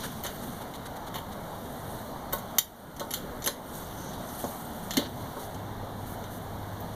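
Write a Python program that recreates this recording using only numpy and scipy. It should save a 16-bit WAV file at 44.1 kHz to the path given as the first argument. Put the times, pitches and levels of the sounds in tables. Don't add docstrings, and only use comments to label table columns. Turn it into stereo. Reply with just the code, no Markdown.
import sys
import numpy as np
from scipy import signal
from scipy.fft import rfft, irfft, next_fast_len
from scipy.io import wavfile
from scipy.ndimage import uniform_filter1d

SR = 44100
rng = np.random.default_rng(int(sys.argv[2]) if len(sys.argv) > 2 else 0)


def bounce(signal):
    frames = np.transpose(np.atleast_2d(signal))
    limited = np.clip(frames, -1, 1)
    pcm = np.round(limited * 32767).astype(np.int16)
    wavfile.write(sys.argv[1], SR, pcm)


N = 306487


def amp(db):
    return 10 ** (np.asarray(db) / 20)


def unit_rms(x):
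    return x / np.sqrt(np.mean(x ** 2) + 1e-20)


def curve_at(points, hz):
    freq_hz, value = np.transpose(points)
    return np.interp(np.log(hz + 1), np.log(freq_hz + 1), value)


def fader(points, **ends):
    return amp(np.interp(np.arange(N) / SR, *np.transpose(points), **ends))


def add(mix, start_s, sound):
    sound = np.atleast_2d(sound)
    part = mix[:, round(start_s * SR):][:, :sound.shape[1]]
    part += sound[:, :part.shape[1]]


def diffuse_noise(spectrum, patchy_db, size):
    # freq_hz, coherence (0-1)
    likeness = [(30, 0.93), (100, 0.9), (300, 0.84), (800, 0.52), (1300, 0.03), (2000, 0)]
    frames, hz = 4 * N // size + 5, np.fft.rfftfreq(size, 1 / SR)
    a, b, c, d, patches = rng.standard_normal((frames, len(hz), 5)).T
    patches = unit_rms(uniform_filter1d(uniform_filter1d(patches, size=12, axis=0), size=12, axis=1))
    coherence = np.clip(curve_at(likeness, hz), 0, 1)[:, None]
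    left = a + 1j * b
    right = coherence * left + np.sqrt(1 - coherence ** 2) * (c + 1j * d)
    spectra = np.array([left, right]) * amp(curve_at(spectrum, hz)[:, None] + patchy_db * patches)
    return unit_rms(signal.istft(spectra, nperseg=size, noverlap=3 * size // 4)[1][:, :N])


def ring(modes, weight_db, detune, t60_share):
    t = np.arange(SR // 5) / SR
    hz, db, free_t60_s = np.transpose(modes)[:, :, None]
    shift, phase = rng.standard_normal((2, len(modes), 1))
    decay = amp(db + weight_db[:, None] - 60 * t / (free_t60_s * t60_share))
    return (decay * np.sin(2 * np.pi * hz * (1 + detune * shift) * t + 0.35 * phase)).sum(0)


def ventilation():
    # freq_hz, density_db
    spectrum = [(20, 2.5), (50, 2.5), (110, 2.5), (230, 2), (330, -6.5), (500, -7.5), (800, -13),
                (1250, -15.5), (2000, -22.5), (3500, -27.5), (6000, -33), (9000, -38), (13000, -28),
                (16000, -36)]
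    return amp(-35) * diffuse_noise(spectrum, patchy_db=1.41, size=2048)


def fan():
    # freq_hz, density_db
    spectrum = [(450, -20.5), (620, 1), (800, 0.5), (950, -2), (1100, -8.5), (1300, -29)]
    # time_s, level_db
    levels = [(0.0, -46), (2.4, -44), (3.21, -48), (4.0, -45), (6.1, -44.5), (6.95, -46)]
    return fader(levels) * diffuse_noise(spectrum, patchy_db=1.3, size=2048)


def rubbing():
    # time_s, scrape_db, hiss_db
    levels = [(0.0, -43, -45), (0.25, -59, -49), (0.48, -60, -45.5), (0.9, -64, -64), (1.49, -70, -54),
              (1.97, -65, -47.5), (2.36, -68, -62), (2.65, -59, -48.5), (3.14, -66, -54.5),
              (3.6, -76, -55.5), (3.77, -57, -43.5), (3.95, -54, -50), (4.22, -54, -50.5), (4.41, -55, -40),
              (4.7, -65, -48.5), (5.03, -53, -49), (5.53, -62, -52), (5.75, -80, -87), (6.04, -66, -54.5),
              (6.6, -68, -58), (6.95, -57, -56)]
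    # freq_hz, density_db
    scrape_spectrum = [(1200, -63), (2500, 3.5), (4000, -4), (6000, -2.5), (8000, -18), (11000, -52)]
    # freq_hz, density_db
    hiss_spectrum = [(5000, -3.5), (8000, 0.5), (10500, 3), (13000, 5.5), (15000, 0.5), (16000, -30)]
    time_s, scrape_db, hiss_db = np.transpose(levels)
    t = np.arange(N) / SR
    grain = amp(0.92 * unit_rms(uniform_filter1d(rng.standard_normal(N), size=300)))
    scrape = amp(np.interp(t, time_s, scrape_db)) * diffuse_noise(scrape_spectrum, 2.5, size=256)
    hiss = amp(np.interp(t, time_s, hiss_db)) * diffuse_noise(hiss_spectrum, 2.1, size=256)
    return grain * (scrape + hiss)


def scuff(level_db, length_s):
    # freq_hz, density_db
    spectrum = [(1100, 3), (2600, -1), (7500, -5), (13000, -4)]
    size, pan_db = round(length_s * SR), 7
    burst = rng.standard_normal((2, size)) * signal.windows.tukey(size, .7)
    burst = irfft(rfft(burst, 4096) * amp(curve_at(spectrum, np.fft.rfftfreq(4096, 1 / SR))))
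    return amp(level_db) * burst * amp([[pan_db / 2], [-pan_db / 2]])


def blow(level_db, mid_db, high_db, rattle_t60_s, ring_hz):
    # pitch_hz, level_db, free_t60_s
    modes = [(2055, 0.5, 0.063), (3066, 19.5, 0.018), (3390, -2.5, 0.018), (3716, 1, 0.048),
             (3970, -4, 0.038), (4020, 7, 0.037), (4430, -11, 0.03), (5470, 9, 0.024), (6730, -0.5, 0.015),
             (6370, 7.5, 0.023), (7100, 5, 0.17), (8250, -11, 0.018), (10000, -17, .04), (11300, 17, .03),
             (12100, -13, 0.019), (12200, 12, 0.049), (11360, 15, 0.01), (13140, 2, 0.022),
             (14700, -2, .04), (14000, 3, 0.021)]
    bands = [3100, 5900, 12600]
    t = np.arange(4096) / SR
    envelope = amp(-60 * t / rattle_t60_s) + 2 * amp(-60 * t / 0.0066)
    envelope *= np.minimum(t / 0.00095, 1)
    contact = rng.standard_normal(4096) * envelope
    contact *= np.linalg.norm(envelope) / np.linalg.norm(contact)
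    low, mid, high = zip(bands, (0, mid_db, high_db))
    colour = [(600, -24), (1500, -8), low, mid, (8800, (mid_db + high_db) / 2 - 5), high]
    crack = irfft(rfft(contact, 8192) * amp(curve_at(colour, np.fft.rfftfreq(8192, 1 / SR))))
    octaves_away = abs(np.log2(np.transpose(modes)[0] / ring_hz))
    sound = amp(-15.5) * ring(modes, -np.minimum(40 * octaves_away, 14), detune=0.0047, t60_share=0.67)
    sound[:4096] += crack[:4096]
    return amp(level_db) * sound


def squeak(length_s, pitch_hz, width_hz, level_db):
    size, radius = round(length_s * SR), np.exp(-np.pi * width_hz / SR)
    resonator = [1, -2 * radius * np.cos(2 * np.pi * pitch_hz / SR), radius ** 2]
    tone = unit_rms(signal.lfilter([1], resonator, rng.standard_normal((2, size))))
    return amp(level_db) * tone * signal.windows.tukey(size, .4)


def knock(level_db, centre_hz, falloff_db, rise_s):
    # pitch_hz, level_db, free_t60_s
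    modes = [(75, 4, 0.16), (98, 2, 0.17), (173, 2, 0.11), (262, 12, 0.071), (371, 6, 0.072),
             (441, -12, 0.37), (483, 8.5, 0.058), (574, 7, 0.076), (705, 13.5, 0.02), (840, -19, 0.069),
             (912, -5, 0.22), (1070, 2, 0.082), (1296, 2, 0.04), (1467, 3.5, 0.053)]
    octaves_away = np.log2(np.transpose(modes)[0] / centre_hz)
    sound = ring(modes, -falloff_db * octaves_away ** 2, detune=0.007, t60_share=0.91)
    attack = np.minimum(np.arange(len(sound)) / (rise_s * SR), 1)
    return amp(level_db) * attack * sound


def room(x, wet_db, early_db):
    # freq_hz, t60_s
    decay_times = [(250, 0.63), (1000, 0.38), (4000, 0.21), (12000, 0.22)]
    taps = np.zeros((2, SR // 2))
    arrivals = np.arange(300, SR // 2 - 20, 20) + rng.integers(0, 20, (2, (SR // 2 - 301) // 20))
    np.put_along_axis(taps, arrivals, rng.choice([-1., 1.], arrivals.shape), 1)
    hz, t, spectra = signal.stft(taps, SR, nperseg=256)
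    decay = amp(-60 * t / curve_at(decay_times, hz)[:, None])
    response = signal.istft(spectra * decay, SR, nperseg=256)[1]
    response *= amp(wet_db) / np.linalg.norm(response[0])
    early_arrivals = rng.integers(8, 290, (2, 12))
    np.put_along_axis(response, early_arrivals, amp(early_db) * rng.choice([-1., 1.], (2, 12)), 1)
    response[0, 6], response[1, 0] = 1, 1
    return signal.fftconvolve(x, response, axes=1)[:, :N]


def handle():
    # start_s, level_db, length_s
    scuffs = [(0.0227, -31.5, 0.052), (0.2394, -31, 0.027), (0.429, -41, 0.022), (0.609, -39.5, 0.025),
              (0.744, -39.5, 0.027), (0.85, -37, 0.028), (0.954, -40, 0.029), (1.06, -40, 0.036),
              (1.313, -41.5, 0.031)]
    # start_s, level_db, mid_db, high_db (both over the low band), rattle_t60_s, ring_hz
    blows = [(0.2365, -28, -10, 0, 0.034, 14000), (0.2634, -21, -4, -17, 0.039, 3530),
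             (0.7382, -33, -10, -16, 0.027, 3660), (1.1422, -26, -13, -11, 0.03, 3530),
             (1.1558, -26.5, -9, -6, 0.047, 3500), (1.1836, -34.5, -12, -1, 0.03, 3210),
             (2.3259, -25.5, -3, -8, 0.04, 3700), (2.331, -26, -2, 7, 0.05, 12100),
             (2.3835, -39, 5, -1, 0.027, 12100), (2.5841, -6, 4.5, -4.5, 0.012, 6460),
             (2.5859, -17, -6, 9.5, 0.022, 13800), (2.964, -35, 1, -2, 0.035, 3400),
             (2.9963, -24, -2.5, -5, 0.071, 5640), (3.1072, -24, 2, -13, 0.03, 11800),
             (3.1265, -28.5, -19, -7, 0.026, 6600), (3.138, -15, -4, -4, 0.017, 6100),
             (3.421, -34, 3.5, -14, 0.043, 6800), (3.442, -26.5, 5, -13, 0.022, 11900),
             (3.461, -19.5, -1, -1, 0.021, 11700), (3.4744, -14.5, 2, -1, 0.016, 3900),
             (3.7522, -41, 3, 5, 0.03, 11700), (4.132, -36.5, 3.5, -13, 0.03, 3360),
             (4.289, -41, 3, -8, 0.03, 8760), (4.443, -39.5, 9, -8, 0.042, 11700),
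             (4.9079, -20, 0.5, -16, 0.029, 3800), (4.936, -23.5, -9, -8, 0.03, 4340),
             (4.9696, -11, -7, -9.5, 0.058, 4030), (5.5454, -39, 0, -8, 0.03, 3630),
             (6.2398, -37, 0, -11, 0.03, 3610), (6.8044, -44, -7, 8, 0.03, 14100)]
    # start_s, length_s, pitch_hz, width_hz, level_db
    squeaks = [(0.238, 0.094, 1900, 1500, -47), (1.142, 0.058, 2720, 1200, -43),
               (3.393, 0.094, 11700, 120, -53.5), (3.95, 0.19, 6100, 600, -50.5),
               (4.976, 0.11, 3700, 1500, -39), (5.379, 0.084, 5560, 4000, -49.5),
               (5.38, 0.1, 11500, 4000, -46.5), (6.053, .11, 12500, 4500, -46.5),
               (6.297, .1, 12000, 4000, -48)]
    # start_s, level_db, centre_hz, falloff_db (one octave away), rise_s
    knocks = [(0.244, -34.5, 650, 10, 0.0037), (1.153, -32, 850, 40, 0.0024), (1.371, -40, 756, 27, 0.002),
              (2.2, -44, 850, 16, 0.003), (2.328, -27.5, 930, 3, 0.0097), (3.004, -26, 575, 9, 0.0073),
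              (3.012, -30, 1070, 25, 0.0047), (3.46, -37, 300, 1, 0.0088), (3.476, -29.5, 500, 20, 0.0047),
              (3.477, -33, 1050, 30, 0.0026), (4.441, -31.5, 350, 3, 0.001), (4.972, -16, 265, 15, 0.0058),
              (4.989, -29, 380, 5, 0.0025), (5.018, -33, 200, 1, 0.0031), (5.364, -35.5, 479, 3.5, 0.005)]
    ticks, thuds, faint = np.zeros((3, 2, N))
    for start_s, *settings in scuffs:
        add(faint, start_s, scuff(*settings))
    for start_s, *settings in blows:
        add(ticks, start_s, blow(*settings))
    for start_s, *settings in squeaks:
        add(faint, start_s, squeak(*settings))
    for start_s, *settings in knocks:
        add(thuds, start_s, knock(*settings))
    return room(ticks, wet_db=-4, early_db=-14) + room(thuds, wet_db=-9, early_db=-21) + faint


def motor():
    # time_s, level_db
    levels = [(4.8, -53), (5.05, -34.5), (5.35, -48), (5.55, -39), (6.03, -39.5), (6.25, -42),
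              (6.72, -35.5), (6.95, -37)]
    pitch_hz, width_hz = 101.6, 15
    t, pole = np.arange(N) / SR, np.exp(-np.pi * width_hz / SR)
    waver = signal.lfilter([1], [1, -pole], rng.standard_normal(N) + 1j * rng.standard_normal(N))
    envelope = 2.6 + unit_rms(waver.real) + 1j * unit_rms(waver.imag)
    tone = (envelope * np.exp(2j * np.pi * pitch_hz * t)).real
    return fader(levels, left=-90) * unit_rms(tone)


def scene():
    return ventilation() + fan() + rubbing() + handle() + motor()


def record(dry):
    # freq_hz, gain_db
    left_colour = [(100, -2.5), (3000, -0.5), (8000, -2), (11000, -1), (15000, -16)]
    # freq_hz, share (0-1)
    cross_share = [(50, 0.53), (1000, 0.39), (3000, 0.91), (7500, 0.32), (11000, 0.45), (15000, 1)]
    leak_hz, cross_delay_s, cutoff_hz = 31, .000391, 15550
    threshold_db, recovery_db_per_s, smoothing_s = -18.5, 18.6, 0.019
    size = next_fast_len(N + 4096)
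    hz = np.fft.rfftfreq(size, 1 / SR)
    left, right = rfft(dry, size)
    left = left * amp(curve_at(left_colour, hz)) * hz / (hz - 1j * leak_hz)
    cross = np.clip(curve_at(cross_share, hz), 0, 1) * np.exp(-2j * np.pi * hz * cross_delay_s)
    wide = irfft(np.array([left - cross * right, right - cross * left]), size)[:, :N]
    level_db = 10 * np.log10(abs(uniform_filter1d((wide ** 2).mean(0), size=64)) + 1e-12)
    fall_db = np.arange(N) * recovery_db_per_s / SR
    held_db = np.maximum.accumulate(level_db + fall_db) - fall_db
    over_db = np.maximum(held_db - threshold_db, 0)
    pole = np.exp(-1 / (smoothing_s * SR))
    ducked = wide / amp(0.96 * signal.lfilter([1 - pole], [1, -pole], over_db))
    lowpass = signal.firwin(1023, cutoff_hz, window=("kaiser", 9), fs=SR)
    return signal.oaconvolve(np.clip(ducked, -1, 1), lowpass[None], "same")


dry = scene()
out = record(dry)
bounce(out)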